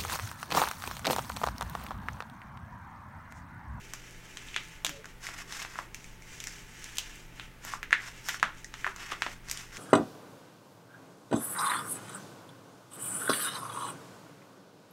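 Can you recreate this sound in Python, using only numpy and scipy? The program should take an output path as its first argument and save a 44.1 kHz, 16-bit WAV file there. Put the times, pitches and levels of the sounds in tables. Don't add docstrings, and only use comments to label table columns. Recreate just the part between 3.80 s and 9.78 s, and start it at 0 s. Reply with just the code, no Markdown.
import sys
import numpy as np
from scipy import signal
from scipy.fft import rfft, irfft, next_fast_len
from scipy.io import wavfile

SR = 44100
rng = np.random.default_rng(int(sys.argv[2]) if len(sys.argv) > 2 else 0)


def persist_wave(psi):
    counts = np.round(np.clip(psi, -1, 1) * 32767).astype(np.int16)
    wavfile.write(sys.argv[1], SR, np.atleast_2d(counts).T)


N = 263718

# f/Hz, Q
CREASE_MODES = [(3050, 2.23), (6300, 2.1), (12800, 3.8)]


def from_db(db):
    return 10 ** (np.asarray(db) / 20)


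def unit(x):
    return x / np.sqrt(np.mean(x ** 2) + 1e-20)


def at_hz(points, hz):
    f, value = np.transpose(points)
    return np.interp(np.log(hz + 1), np.log(f + 1), value)


def add(mix, s, sound):
    part = mix[max(round(s * SR), 0):][:len(sound)]
    part += sound[:len(part)]


def filtered(x, gain):
    size = next_fast_len(len(x) + 2048)
    return irfft(rfft(x, size) * gain(np.fft.rfftfreq(size, 1 / SR)), size)[:len(x)]


def coloured(x, colour):
    return filtered(x, lambda f: from_db(at_hz(colour, f)))


def drift(rate_hz):
    return unit(filtered(rng.standard_normal(N), lambda f: 1 / (1 + (f / rate_hz) ** 4)))


def paper_ring(hz, q, cutoff_ratio=2.21, size=1024):
    ratio = (np.fft.rfftfreq(size, 1 / SR) + 1) / hz
    resonance = 1 / (1 + 1j * max(q, .3) * (ratio - 1 / ratio)) ** 2
    lowpass = 1 / (1 + 1j * np.sqrt(2) * ratio / cutoff_ratio - (ratio / cutoff_ratio) ** 2)
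    wave = irfft(resonance * lowpass, size)
    wave[size // 2:] = 0
    return wave / np.linalg.norm(wave) * np.sqrt(SR / 1000)


def reflections(x, tail_db=-5, build_s=0.001):
    # delay/s, gain
    echoes = [(.0011, .18), (.0029, .34), (.0044, .14), (.0074, -.2), (.0109, .21), (.0146, -.15),
              (.0185, .13), (.0225, .11)]
    # f/Hz, t60/s
    decay = [(300, 0.36), (1000, 0.2457), (2000, 0.2857), (6000, 0.26), (15000, 0.13)]
    # f/Hz, level/dB
    surface_colour = [(300, -3), (2000, -3), (4000, 1.5), (7000, -2.5), (15000, 2)]
    t = np.arange(SR // 4) / SR
    hz, frame_s, spectra = signal.stft(rng.standard_normal(len(t)), SR, nperseg=256)
    fading = from_db(-60 * frame_s / at_hz(decay, hz)[:, None])
    tail = signal.istft(spectra * fading, SR, nperseg=256)[1][:len(t)]
    tail *= 1 - np.exp(-t / build_s)
    response = from_db(tail_db) * tail / np.linalg.norm(tail)
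    for delay, gain in echoes:
        add(response, delay * rng.uniform(.9, 1.1), np.array([gain]))
    return signal.fftconvolve(x, coloured(response, surface_colour))[:N]


def effort(moves, attack_s, release_s, swell_db):
    t, body, treble = np.arange(N) / SR, np.zeros(N), np.zeros(N)
    for start, length, db, bright_db in moves:
        age = t - start
        fade_in = np.clip(.5 + age / attack_s, 0, 1)
        fade_out = np.clip(.5 + (length - age) / release_s, 0, 1)
        off_centre = np.minimum((2 * age / length - 1) ** 2, 1)
        gain = fade_in * fade_out * from_db(db - swell_db * off_centre)
        body += gain
        treble += gain * from_db(bright_db)
    return body, treble


def friction(gains, colour, slips_per_s, spread_db, flutter_db, flutter_hz, room_db, body_db, treble_db):
    body_gain, treble_gain = gains
    sizes = from_db(spread_db * np.minimum(rng.exponential(1, N), 4.5)) * rng.choice([-1, 1], N)
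    slipping = rng.random(N) < slips_per_s / SR
    slips = sizes * slipping * from_db(flutter_db * drift(flutter_hz))
    slips = coloured(slips + from_db(room_db) * reflections(slips), colour)
    body = filtered(slips, lambda f: 1 / (1 + (f / 4000) ** 8))
    treble = slips - body
    return body_gain * from_db(body_db) * unit(body) + treble_gain * from_db(treble_db) * unit(treble)


def room_tone(air_db=-56.5, waver=0.16, wander_rad=0.46):
    # f/Hz, level/dB
    air_colour = [(20, 12), (35, 9), (50, 2), (100, 1), (230, 0), (400, -3), (620, -9), (1100, -10),
                  (2000, -7), (3000, -13), (4300, -20), (6500, -21), (9500, -24), (15500, -26)]
    # f/Hz, rms level/dB
    hum_tones = [(29, -56), (59, -67), (120, -61), (168, -65), (298, -76.5), (402, -75), (880, -70.5)]
    air = coloured(rng.standard_normal(N), air_colour)
    air /= np.std(filtered(air, lambda f: f > 200))
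    t, hum = np.arange(N) / SR, np.zeros(N)
    for hz, db in hum_tones:
        amplitude = np.sqrt(2) * from_db(db) * (1 + waver * drift(3.4))
        hum += amplitude * np.sin(2 * np.pi * hz * t + wander_rad * drift(2.7))
    return from_db(air_db) * air + hum


def peeling(pull):
    # f/Hz, level/dB
    glue_colour = [(300, -58), (700, -9), (1100, -5), (1550, 3.5), (1850, 2), (2200, 5.5), (3100, 0.5),
                   (3700, -6.5), (4500, -10), (5900, -3.5), (7400, -7), (9500, -16.5), (12000, -19.5),
                   (15500, -25)]
    return friction(pull, glue_colour, slips_per_s=6000, spread_db=1.6, flutter_db=1.6, flutter_hz=39,
                    room_db=-3.5, body_db=-1.5, treble_db=-1)


def glue_ticks(pull_gain, per_s=22, level_db=-3, spread_db=3):
    sizes = from_db(level_db + spread_db * np.minimum(rng.exponential(1, N), 3))
    letting_go = rng.random(N) < per_s / SR
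    ticks = signal.fftconvolve(pull_gain * sizes * letting_go, paper_ring(hz=7000, q=1))[:N]
    return ticks + reflections(ticks) / 2


def snaps(push_db=-22, clack_db=-7, fizz_db=-18.5, run_s=0.00084, run_share=0.38, crease_room_db=-1):
    # t/s, pop level/dB, pop f/Hz, pop Q, tick level/dB, crease brightness/dB
    buckles = [(0.136, -32.5, 1530, 0.97, -31.5, 7), (0.5716, -35.5, 1850, 1.2, -37, -10.5),
               (0.6856, -50, 2050, 3, -48.5, -25), (0.7439, -31.5, 2640, 2.3, -48, 0),
               (0.7629, -20, 1920, 1.04, -31.5, -13.5), (1.0477, -25, 1280, 0.34, -23, -1),
               (1.0654, -27, 1930, 1, -26, 0), (1.0937, -30, 1720, 0.67, -33.5, 9),
               (1.244, -37, 1540, 1.7, -50, 0), (1.2564, -39, 1550, 1, -42, 1),
               (1.468, -29, 2100, 2.7, -36, -6), (1.489, -32, 1220, 0.42, -54, 3),
               (1.7242, -33.5, 1690, 0.54, -37, 0), (1.8189, -31.5, 1670, 0.28, -54, 0),
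               (1.8496, -31, 1340, 0.48, -49, -5), (1.9567, -32, 1330, 1.8, -57, 0),
               (1.9887, -23, 1140, 1.2, -43, -2), (2.1456, -34, 2270, 2.1, -34, 12),
               (2.2433, -41.5, 2220, 4, -43, 0), (2.422, -43, 2150, 7, -48, 2),
               (2.6026, -43, 1930, 0.73, -33, -1.5), (2.64, -36.5, 2230, 2.5, -34, 15),
               (2.6712, -34, 1750, 1.9, -29, 6), (3.0422, -45, 1530, 0.78, -34, 0),
               (3.1704, -41, 2400, 1.1, -34, 0), (3.184, -30.5, 1640, 0.45, -22, 0.5),
               (3.5972, -34, 1580, 0.97, -53, -26), (3.85, -37, 930, 0.58, -37.5, 12),
               (3.9366, -23.5, 1160, 1.9, -45, 0), (4.03, -26.5, 1830, 1.3, -40.5, 12),
               (4.1079, -28, 1720, 1.8, -41.5, -2), (4.1222, -31, 1900, 1.1, -45, -2),
               (4.1287, -7, 1830, 2.07, -31, -14), (4.4869, -24.5, 1410, 0.66, -27, 8.5),
               (4.4916, -23.5, 1900, 2.4, -29, -14.5), (4.5439, -27, 1560, 2, -42.5, -17),
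               (4.5978, -37, 1830, .74, -41, -8), (4.6288, -10, 1400, 1.26, -29, -11),
               (4.8452, -36.5, 1900, 5.5, -34.5, 0), (4.9404, -31.5, 1620, 0.76, -40.5, -4),
               (5.045, -18.5, 1650, 2.3, -62, 0), (5.066, -20, 1240, 1.1, -46, 6),
               (5.076, -24.5, 1560, 1.6, -58, 0), (5.1623, -37.5, 1400, 0.87, -38.5, 3),
               (5.303, -36.5, 1660, 0.38, -56, 3), (5.3187, -26.5, 1240, 4, -42, -12),
               (5.3227, -27, 1090, 0.28, -45, -7), (5.4211, -17.5, 1640, 0.9, -30.5, -6),
               (5.4647, -24, 1150, 0.16, -61, 0), (5.4679, -30.5, 1600, 1.1, -46, 0),
               (5.698, -38.5, 2020, 0.58, -31, 3), (5.7131, -31, 2150, 1.5, -23, 11.5),
               (5.7737, -48, 1630, 1.3, -33, -6.5), (5.9697, -37, 2350, 2.6, -37.5, 0)]
    out, t = np.zeros(N), np.arange(256) / SR
    giving_way = run_share * np.exp(-t / run_s)
    modes = [paper_ring(hz, q, cutoff_ratio=1.8) for hz, q in CREASE_MODES]
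    for s, pop_db, hz, q, tick_db, bright_db in buckles:
        push = from_db(push_db) / max(q, 1) * paper_ring(hz=400, q=1)
        flank_db = tick_db - 5 * np.log2(q)
        mode_levels = flank_db + clack_db - bright_db, tick_db, flank_db + fizz_db + bright_db
        rings = [from_db(db) * mode for db, mode in zip(mode_levels, modes)]
        pop = from_db(pop_db) * (paper_ring(hz, q) + push)
        add(out, s, pop)
        for ring in rings:
            run = (t == 0) + rng.standard_normal(len(t)) * giving_way
            add(out, s, np.std(ring) * unit(np.convolve(ring, run)[:len(ring)]))
        add(out, s, reflections(pop))
        add(out, s, from_db(crease_room_db) * reflections(sum(rings)))
    return out


def crinkles(handling, count=30, top_db=2, range_db=6, flex_hz=1850, octaves=0.18, room_db=-1):
    out, tick = np.zeros(N), paper_ring(*CREASE_MODES[1])
    for when, size, pitch in rng.random((count, 3)):
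        flex = paper_ring(flex_hz * 2 ** (octaves * (2 * pitch - 1)), q=2.5)
        gain = handling[int(when * N)] * from_db(top_db - range_db * (1 - size))
        add(out, when * N / SR, gain * (flex + tick))
    return out + from_db(room_db) * reflections(out)


def wobbling(sag=0.017, flutter_hz=40, flutter_rad=0.71):
    # t/s, f/Hz, level/dB, length/s
    wobbles = [(1.064, 139, -54, 0.075), (1.067, 302, -50, 0.058), (1.077, 564, -54, 0.15),
               (1.156, 442, -53.5, 0.078), (4.615, 188, -49.5, 0.066), (5.046, 390, -53.5, 0.084)]
    out = np.zeros(N)
    for s, hz, db, length in wobbles:
        progress = np.linspace(0, 1, int(length * SR))
        cycles = np.cumsum(hz * (1 + sag * (.5 - progress))) / SR
        note = np.sin(2 * np.pi * cycles + flutter_rad * drift(flutter_hz)[:len(progress)])
        add(out, s, from_db(db) * np.sin(np.pi * progress) * unit(note))
    return out


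def sliding(stroke):
    # f/Hz, level/dB
    rub_colour = [(200, -32), (550, -12.5), (850, -5), (1400, 2), (2100, 2.5), (3000, -4), (4200, -12),
                  (5400, -4.5), (7200, -7), (9800, -17), (12500, -20), (15500, -28)]
    return friction(stroke, rub_colour, slips_per_s=2700, spread_db=2, flutter_db=2.05, flutter_hz=57.6,
                    room_db=-1, body_db=-1, treble_db=-2)


def scene():
    # t/s, length/s, level/dB, brightness/dB
    pulls = [(-0.2, 0.72, -54, -4.5), (0.48, 0.54, -50.5, -5), (1.1, 0.12, -52.5, -4),
             (1.25, 0.1, -56, -4.5), (2.14, 0.25, -59, -1), (2.45, 0.41, -50, -1), (2.88, 0.58, -49.5, -3),
             (3.53, 0.17, -52, -7), (4.33, 0.11, -50, -4), (4.74, 0.11, -55, -2), (4.93, 0.22, -50.5, -5)]
    # t/s, length/s, level/dB, brightness/dB
    strokes = [(1.425, 0.088, -43, 0), (1.515, 0.042, -45, -5.5), (1.57, 0.059, -41, -3.5),
               (1.68, 0.19, -42.5, -1), (1.89, 0.17, -47.5, -4), (3.83, 0.15, -44, -2.5),
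               (4.18, 0.15, -46.5, -4.5), (4.44, 0.14, -44.5, 1.5), (5.17, 0.14, -43, -5.5),
               (5.295, 0.065, -39.5, -10), (5.38, 0.18, -49.5, -1.5), (5.66, 0.22, -48, -0.5),
               (5.92, 0.15, -45.5, -2.5)]
    pull = effort(pulls, attack_s=0.11, release_s=0.11, swell_db=6)
    stroke = effort(strokes, attack_s=0.061, release_s=0.086, swell_db=5.05)
    pull_gain, stroke_gain = pull[0], stroke[0]
    handling = np.maximum(pull_gain, stroke_gain)
    paper = snaps() + crinkles(handling) + sliding(stroke) + wobbling()
    return (paper + peeling(pull) + glue_ticks(pull_gain) + room_tone())[None]


def record(dry):
    lowpass = signal.firwin(401, 16100, window=("kaiser", 8), fs=SR)
    return signal.oaconvolve(dry, lowpass[None], "same")


dry = scene()
out = record(dry)
persist_wave(out)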